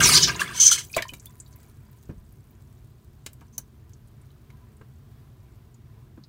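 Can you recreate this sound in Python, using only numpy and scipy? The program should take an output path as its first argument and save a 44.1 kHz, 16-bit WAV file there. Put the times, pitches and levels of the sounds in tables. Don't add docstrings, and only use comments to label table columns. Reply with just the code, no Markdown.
import sys
import numpy as np
from scipy import signal
from scipy.fft import rfft, irfft, next_fast_len
from scipy.io import wavfile
from scipy.ndimage import map_coordinates

SR = 44100
rng = np.random.default_rng(int(sys.argv[2]) if len(sys.argv) > 2 else 0)


def dump_mix(stems):
    frames = np.atleast_2d(stems).T
    limited = np.clip(frames, -1, 1)
    pcm = np.round(limited * 32767).astype(np.int16)
    wavfile.write(sys.argv[1], SR, pcm)


N = 277212
TIME_S = np.arange(N) / SR
AGE_S = np.arange(SR // 3) / SR

# centre in Hz, width in Hz, gain in dB.
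ENCLOSURE_MODES = [(1002, 26, 5.5), (1185, 19, -4), (1613, 70, -7), (2268, 150, -1), (3070, 43, -3.5),
                   (3250, 19, -1), (3450, 160, 0), (3990, 44, -2.5)]
# centre in Hz, width in Hz, gain in dB.
HISS_MODES = [(3040, 210, -24.5), (4540, 250, -25.5), (5430, 90, -18.5), (5968, 190, -2.5), (6180, 78, 6),
              (6360, 140, -4.5), (6900, 120, -14)]


def strike():
    # start in seconds, hold in seconds, spray in dB, mist in dB, churn in dB.
    thrashes = [(0.0, 0.015, -27, -27, -19.5), (.025, 0.055, -19, -23.5, -25.5),
                (.08, 0.044, -22.5, -24, -26), (.124, 0.053, -16, -24, -25.5), (.195, 0.043, -23, -33, -40),
                (.221, .022, -18, -36.5, -38), (.27, 0.017, -24, -38.5, -29.5),
                (.393, .025, -36.5, -34, -29), (.974, .014, -48, -56, -31)]
    # frequency in Hz, density in dB.
    spray_spectrum = [(1800, -40), (3000, -4), (4000, -7), (4600, -2), (5400, -0.5), (6500, -1.5),
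                      (7500, -5.5), (10000, -31)]
    mist_spectrum = [(4000, -35.5), (6500, -10), (7500, -5.5), (9300, -2.5), (10500, -7.5), (13000, -7),
                     (16000, -7)]
    slosh_spectrum = [(20, -46.5), (40, -23), (60, -4.5), (85, -7.5), (130, -0.5), (190, -5.5), (250, -8),
                      (300, -16), (370, -10), (500, -21), (700, -19), (1100, -39)]
    spray_env, mist_env, churn_env = bursts(thrashes, attack_s=.0073, fall_db_per_s=520)
    foam_env = burst(0, hold_s=.795, attack_s=.0073, fall_db_per_s=480.5)
    spray = froth(per_s=1500, hz=5076, octaves=.4, cycles=18) + .38 * patter(per_s=5000, spread_db=3)
    mist = .87 * patter(per_s=5200, spread_db=4.5) + froth(per_s=1500, hz=8550, octaves=.34, cycles=14)
    slosh = amp(-25.5 - 38.5 * TIME_S) * coloured(rng.standard_normal(N), slosh_spectrum)
    return (np.hypot(spray_env, amp(-52) * foam_env) * coloured(spray, spray_spectrum)
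            + np.hypot(mist_env, amp(-50.5) * foam_env) * coloured(mist, mist_spectrum)
            + np.hypot(churn_env, amp(-41.5) * foam_env) * churn() + slosh)


def churn():
    # frequency in Hz, density in dB.
    spectrum = [(200, -21.5), (400, -1.5), (550, -13.5), (850, -18), (1000, -11.5), (1600, -4), (2800, -2),
                (4000, -16), (7000, -40)]
    water = froth(per_s=550, hz=1737, octaves=.6, cycles=14) + 1.3 * patter(per_s=2200, spread_db=4.5)
    return unit(coloured(water, spectrum) + .49 * unit(resonate(water, ENCLOSURE_MODES)))


def sheets():
    # middle in seconds, length in seconds, start pitch in Hz, end pitch in Hz, level in dB.
    tears = [(0.034, 0.03, 7600, 7500, -20), (.052, 0.068, 6500, 5120, -15.5),
             (0.083, 0.069, 8850, 10420, -21.5), (0.131, 0.087, 8330, 9130, -24.5),
             (.152, 0.072, 4357, 4786, -16.5), (0.241, 0.021, 5220, 5500, -16),
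             (0.233, .035, 6293, 7010, -20.5), (0.29, 0.026, 5070, 5700, -27)]
    out = np.zeros(N)
    for mid_s, length_s, start_hz, end_hz, db in tears:
        pitch_hz = np.interp(TIME_S, [mid_s - length_s / 2, mid_s + length_s / 2], [start_hz, end_hz])
        swell = np.cos(np.pi * np.clip((TIME_S - mid_s) / length_s, -.5, .5))
        flutter = wobble(750) + 1j * wobble(750)
        out += amp(db) * swell * np.real(flutter * np.exp(1j * phase(pitch_hz)))
    return out


def ringing_hiss():
    # start in seconds, attack in seconds, hold in seconds, ring in dB, sputter in dB.
    spurts = [(.53, .05, .066, -35, -34), (.597, .006, 0.065, -13.5, -25), (.656, .01, 0.024, -9.5, -28),
              (.709, .003, .018, -18.5, -19), (0.773, .012, .022, -37, -34)]
    # frequency in Hz, density in dB.
    sputter_spectrum = [(1470, -47), (2500, -20.5), (2680, -24), (3080, -3), (3800, -14), (4310, -6.5),
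                        (4880, -12.5), (6200, -4), (6750, -13), (7400, -8.5), (9290, -9.5), (10200, -23.5),
                        (10900, -18), (13100, -26), (14900, -22.5), (16000, -28)]
    # centre in Hz, width in Hz, gain in dB.
    sputter_modes = [(3210, 79, -6.5), (5200, 50, -5), (6100, 75, 0), (7186, 70, -7), (7840, 43, -7.5),
                     (8506, 31, -11), (10850, 140, -18.5), (11754, 120, -21)]
    ring_env, sputter_env = np.zeros((2, N))
    for start_s, attack_s, hold_s, ring_db, sputter_db in spurts:
        ring_spurt = amp(ring_db) * burst(start_s, hold_s, attack_s, fall_db_per_s=600)
        sputter_spurt = amp(sputter_db) * burst(start_s, hold_s, attack_s, fall_db_per_s=430)
        ring_env = np.hypot(ring_env, ring_spurt)
        sputter_env = np.hypot(sputter_env, sputter_spurt)
    whistle_hz = 6210 + 170 * wobble(170)
    whistle = unit(np.sin(phase(whistle_hz)))
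    cluster = resonate(rng.standard_normal(N), HISS_MODES)
    cluster = coloured(cluster, [(2000, -12.5), (5000, -1), (8000, 1), (13000, -12.5)])
    ring = unit(cluster + amp(-3) * whistle)
    impacts = patter(per_s=8300, spread_db=5) * amp(1.7 * wobble(120))
    sputter = coloured(impacts, sputter_spectrum)
    sputter += .68 * unit(resonate(rng.standard_normal(N), sputter_modes))
    return ring_env * ring * amp(1.3 * wobble(160)) + sputter_env * sputter


def bubbles():
    # start in seconds, level in dB, pitch in Hz.
    air_pockets = [(.008, -7.5, 1547), (.092, -9.5, 1255), (0.292, -21.5, 1170), (.298, -14.5, 1595),
                   (.353, -26, 986), (0.394, -15, 2670), (.407, -19, 1136), (.416, -7.5, 1670),
                   (.478, -27.5, 3350), (.507, -29, 1130), (.716, -13.5, 1380), (.778, -23, 2138),
                   (0.9, -39.5, 2390), (.939, -21.5, 2490), (.967, -7, 626), (0.967, -19, 1015),
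                   (.978, -18.5, 2300), (.986, -16, 1970), (1.025, -17, 1793), (1.053, -31, 997),
                   (1.091, -26, 2990), (1.093, -31.5, 2440), (1.137, -33.5, 2293), (1.267, -38, 3470)]
    lowest_mode_hz, sympathy_width_hz = ENCLOSURE_MODES[0][0], 140
    out = np.zeros(N)
    for start_s, db, hz in air_pockets:
        sympathy = np.exp(-((hz - lowest_mode_hz) / sympathy_width_hz) ** 2)
        pitch_hz = hz * (1 + .077 * (1 - np.exp(-AGE_S / .021)))
        ring = decay(t60_s=.035 + .04 * sympathy, attack_s=.0008) * np.sin(phase(pitch_hz))
        splat = amp(-14) * band_noise(hz, octaves=.8) * decay(t60_s=.022, attack_s=.0004)
        add(out, start_s, amp(db - 3.5) * (ring + splat))
    return out


def drops():
    # start in seconds, level in dB, band centre in Hz.
    impacts = [(.3452, -26.5, 4030), (0.3612, -26, 6652), (.406, -20.5, 6095), (.918, -33, 10360),
               (0.9293, -31, 5798), (.9462, -23, 4298), (1.0226, -22, 4400), (1.0827, -32, 6300),
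               (1.1974, -36, 6660), (1.4005, -28, 7640), (1.4614, -49, 4200), (1.5263, -49, 5900),
               (1.5592, -41.5, 13600), (1.688, -53, 9500), (1.912, -49, 13500), (2.054, -51.5, 6780),
               (2.3224, -47, 12110), (2.5075, -49, 14800), (3.9334, -43, 6200), (4.0738, -52, 9460),
               (4.214, -51.5, 9330), (4.304, -53, 3760), (4.502, -46, 2070), (4.7674, -51.5, 9354),
               (5.7425, -47, 6500), (6.2375, -42.5, 4600)]
    out = np.zeros(N)
    for start_s, db, hz in impacts:
        tick = band_noise(hz, octaves=.29) * decay(t60_s=.029, attack_s=.0004)
        add(out, start_s, amp(db - 5.5) * tick)
    return out


def clicks():
    # start in seconds, level in dB, tilt in dB per octave, t60 in seconds.
    snaps = [(0.9643, -21, 1, 0.041), (1.022, -23, 0.5, 0.019), (1.135, -33, 3, 0.029),
             (1.2572, -30, 11.5, 0.014), (3.2625, -26.5, 0, .028), (3.409, -50, -0.5, .021),
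             (3.3318, -33.5, 13.5, 0.011), (3.58, -17.5, 16.5, .013), (4.502, -51.5, -2.5, 0.031)]
    # frequency in Hz, density in dB.
    spectrum = [(300, -6), (1000, -4), (2500, 1), (4500, -7), (7000, -5), (11000, -8.5), (16000, -12.5),
                (18000, -45)]
    out = np.zeros(N)
    for start_s, db, tilt, t60_s in snaps:
        snap = shaped_noise(lambda hz: amp(along(spectrum, hz) + tilt * np.log2(hz + 300)))
        add(out, start_s, amp(db) * snap * decay(t60_s, attack_s=.00075))
    return out


def squeaks():
    # start in seconds, level in dB, attack in seconds, t60 in seconds.
    events = [(3.525, -40.5, 0.04, 0.105), (3.58, -22, 0.00087, .022)]
    out = np.zeros(N)
    for start_s, db, attack_s, t60_s in events:
        ring = unit(resonate(rng.standard_normal(len(AGE_S)), HISS_MODES))
        add(out, start_s, amp(db) * ring * decay(t60_s, attack_s))
    return out


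def bumps():
    # start in seconds, thud in dB, slap in dB, thud cutoff in Hz, t60 in seconds.
    nudges = [(.967, -25, -26, 480, 0.07), (1.122, -37.5, -49, 346, .096), (2.092, -29, -45, 310, .11),
              (2.161, -36.5, -75, 85.3, .22), (3.414, -44, -47, 250, 0.07), (3.581, -47, -42.5, 400, 0.064),
              (4.811, -47, -40, 400, 0.046), (6.173, -39.5, -49, 305.8, .073)]
    # frequency in Hz, density in dB.
    slap_spectrum = [(300, 5), (600, 1.5), (1000, 6), (1700, -2.5), (2500, -11), (4000, -23), (8000, -24),
                     (16000, -60)]
    out = np.zeros(N)
    for start_s, thud_db, slap_db, cutoff_hz, t60_s in nudges:
        thud = amp(thud_db) * shaped_noise(lambda hz: hz / (hz + 90) / (1 + (hz / cutoff_hz) ** 4))
        slap = amp(slap_db) * shaped_noise(lambda hz: amp(along(slap_spectrum, hz)))
        add(out, start_s, (thud + slap) * decay(t60_s, attack_s=.0025))
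    return out


def settling():
    thrown_s, start_s, fall_db_per_doubling = .7, .82, 5.5
    ticks = .7 * froth(per_s=460, hz=10000, octaves=.55, cycles=2.5)
    pings = .55 * froth(per_s=68, hz=7450, octaves=.38, cycles=6)
    crackle = .94 * patter(per_s=60, spread_db=4.5)
    droplets = coloured(ticks + pings + crackle, [(1500, -17), (4000, -6), (6500, -4), (16000, -.5)])
    doublings = np.log2(np.maximum((TIME_S - thrown_s) / (start_s - thrown_s), 1))
    droplet_env = (TIME_S > start_s) * amp(-49.5 - fall_db_per_doubling * doublings + 2.2 * wobble(40))
    shower_env = amp(-47) * burst(start_s=.925, hold_s=.055, attack_s=.015, fall_db_per_s=450)
    return droplet_env * droplets + shower_env * patter(per_s=2000, spread_db=4)


def lapping():
    # middle in seconds, level in dB.
    laps = [(1.3, -65), (1.62, -65.5), (1.87, -69), (2.52, -69.5), (4.25, -72), (4.64, -70), (5.52, -69),
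            (5.97, -71)]
    lap_width_s, fall_db_per_doubling = .071, 2.5
    ripple_env = amp(-71 - fall_db_per_doubling * np.log2(np.maximum(TIME_S, 1)) + 2 * wobble(6))
    lap_env = sum(amp(db) * np.exp(-((TIME_S - mid_s) / lap_width_s) ** 2 / 2) for mid_s, db in laps)
    water = coloured(churn(), [(200, 6), (700, 10.5), (1200, -3.5), (2500, -10), (6000, -25)])
    return np.hypot(ripple_env, lap_env) * water


def near_walls(x):
    # delay in seconds, gain in dB.
    echoes = [(.0013, -12), (.0029, -10), (.0047, -16), (.0072, -18)]
    out = x.copy()
    for delay_s, db in echoes:
        add(out, delay_s, amp(db) * x)
    return out


def wall_reverb(x):
    # frequency in Hz, t60 in seconds.
    decay_times = [(150, 0.16), (1000, .15), (3000, 0.13), (7000, 0.089), (15000, .08)]
    hz, t_s, noise = signal.stft(rng.standard_normal(SR // 2), SR, nperseg=256)
    fade = amp(-60 * t_s / along(decay_times, hz)[:, None])
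    tail = signal.istft(noise * fade, SR, nperseg=256)[1]
    return signal.fftconvolve(x, tail / np.linalg.norm(tail))[:N]


def notches(x):
    # centre in Hz, width in Hz, gain in dB.
    dips = [(485, 17, -6), (830, 79, -5), (1810, 60, -4.5), (10250, 300, -3.5)]
    return filtered(x, lambda hz: amp(sum(db * np.exp(-((hz - centre_hz) / width_hz) ** 2)
                                          for centre_hz, width_hz, db in dips)))


def background():
    # frequency in Hz, density in dB.
    rumble_spectrum = [(12, -61.5), (20, -29), (30, -20.5), (41, -3.5), (124, 2), (145, -1.5), (167, -16),
                       (212, -8.5), (238, -12), (290, -20), (344, -15), (445, -23), (492, -34),
                       (600, -32.5), (780, -62.5), (1320, -120)]
    air_spectrum = [(260, -31.5), (450, -1), (492, -13.5), (644, -5), (895, -11), (1010, -7.5),
                    (2160, -17.5), (3430, -17.5), (7470, -24), (9340, -24), (10400, -25.5), (15100, -19.5),
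                    (16000, -26)]
    rumble = amp(-49.5) * coloured(rng.standard_normal(N), rumble_spectrum)
    air = amp(-67 + .81 * wobble(6.2)) * coloured(rng.standard_normal(N), air_spectrum)
    return rumble + air


def froth(per_s, hz, octaves, cycles, samples=700):
    draw = rng.standard_normal((int(per_s * N / SR), 2))
    pitch_hz = np.minimum(hz * 2 ** (octaves * draw[:, :1]), SR / 3)
    turns = pitch_hz * np.arange(samples) / SR
    fade = np.exp(-turns / cycles)
    tones = amp(3 * draw[:, 1:]) * fade * np.sin(2 * np.pi * turns * (1 + .037 * (1 - fade)))
    starts = rng.integers(0, N, (len(draw), 1))
    return unit(np.bincount((starts + np.arange(samples)).ravel(), tones.ravel(), N)[:N])


def patter(per_s, spread_db):
    hits = rng.random(N) < per_s / SR
    signs = np.sign(rng.standard_normal(N))
    sizes = amp(spread_db * np.clip(rng.standard_normal(N), -2.5, 2.5))
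    return unit(hits * signs * sizes)


def burst(start_s, hold_s, attack_s, fall_db_per_s):
    age_s = TIME_S - start_s
    return np.clip(age_s / attack_s, 0, 1) * amp(-fall_db_per_s * np.maximum(age_s - hold_s, 0))


def bursts(rows, attack_s, fall_db_per_s):
    return np.sqrt(sum(np.outer(amp(levels_db), burst(start_s, hold_s, attack_s, fall_db_per_s)) ** 2
                       for start_s, hold_s, *levels_db in rows))


def decay(t60_s, attack_s):
    return amp(-60 * AGE_S / t60_s) * (1 - np.exp(-AGE_S / attack_s))


def wobble(knots_per_s):
    return map_coordinates(rng.standard_normal(int(N * knots_per_s / SR) + 4), [TIME_S * knots_per_s])


def band_noise(centre_hz, octaves):
    return shaped_noise(lambda hz: (1 + (np.log2((hz + 1) / centre_hz) / octaves) ** 2 / 2) ** -2)


def shaped_noise(response):
    return unit(filtered(rng.standard_normal(len(AGE_S)), response))


def coloured(x, spectrum):
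    return unit(filtered(x, lambda hz: amp(along(spectrum, hz))))


def resonate(x, modes):
    return filtered(x, lambda hz: sum(
        amp(db) * 1j * hz * width_hz / (centre_hz ** 2 - hz ** 2 + 1j * hz * width_hz)
        for centre_hz, width_hz, db in modes))


def filtered(x, response):
    size = next_fast_len(len(x) + SR // 4)
    return irfft(rfft(x, size) * response(np.fft.rfftfreq(size, 1 / SR)), size)[:len(x)]


def along(points, hz):
    knots_hz, values = np.transpose(points)
    return np.interp(np.log(hz + 1), np.log(knots_hz + 1), values)


def add(track, start_s, sound):
    part = track[round(start_s * SR):][:len(sound)]
    part += sound[:len(part)]


def phase(hz):
    return 2 * np.pi * np.cumsum(hz) / SR


def amp(db):
    return 10 ** (np.asarray(db) / 20)


def unit(x):
    return x / np.sqrt(np.mean(x ** 2) + 1e-20)


def scene():
    splash = strike() + sheets() + ringing_hiss()
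    small = amp(-1) * near_walls(drops() + clicks() + squeaks() + settling()) + bubbles() + bumps()
    walls = amp(-9) * wall_reverb(splash + small) + amp(-18) * resonate(small, ENCLOSURE_MODES)
    return (notches(splash + small + walls) + lapping() + background())[None]


def record(dry):
    cutoff_hz, edge_hz = 15850, 400
    rounded = dry[0] / (1 + np.abs(dry[0]) ** 6) ** (1 / 6)
    return filtered(rounded, lambda hz: np.clip((cutoff_hz - hz) / edge_hz + .5, 0, 1))[None]


dry = scene()
out = record(dry)
dump_mix(out)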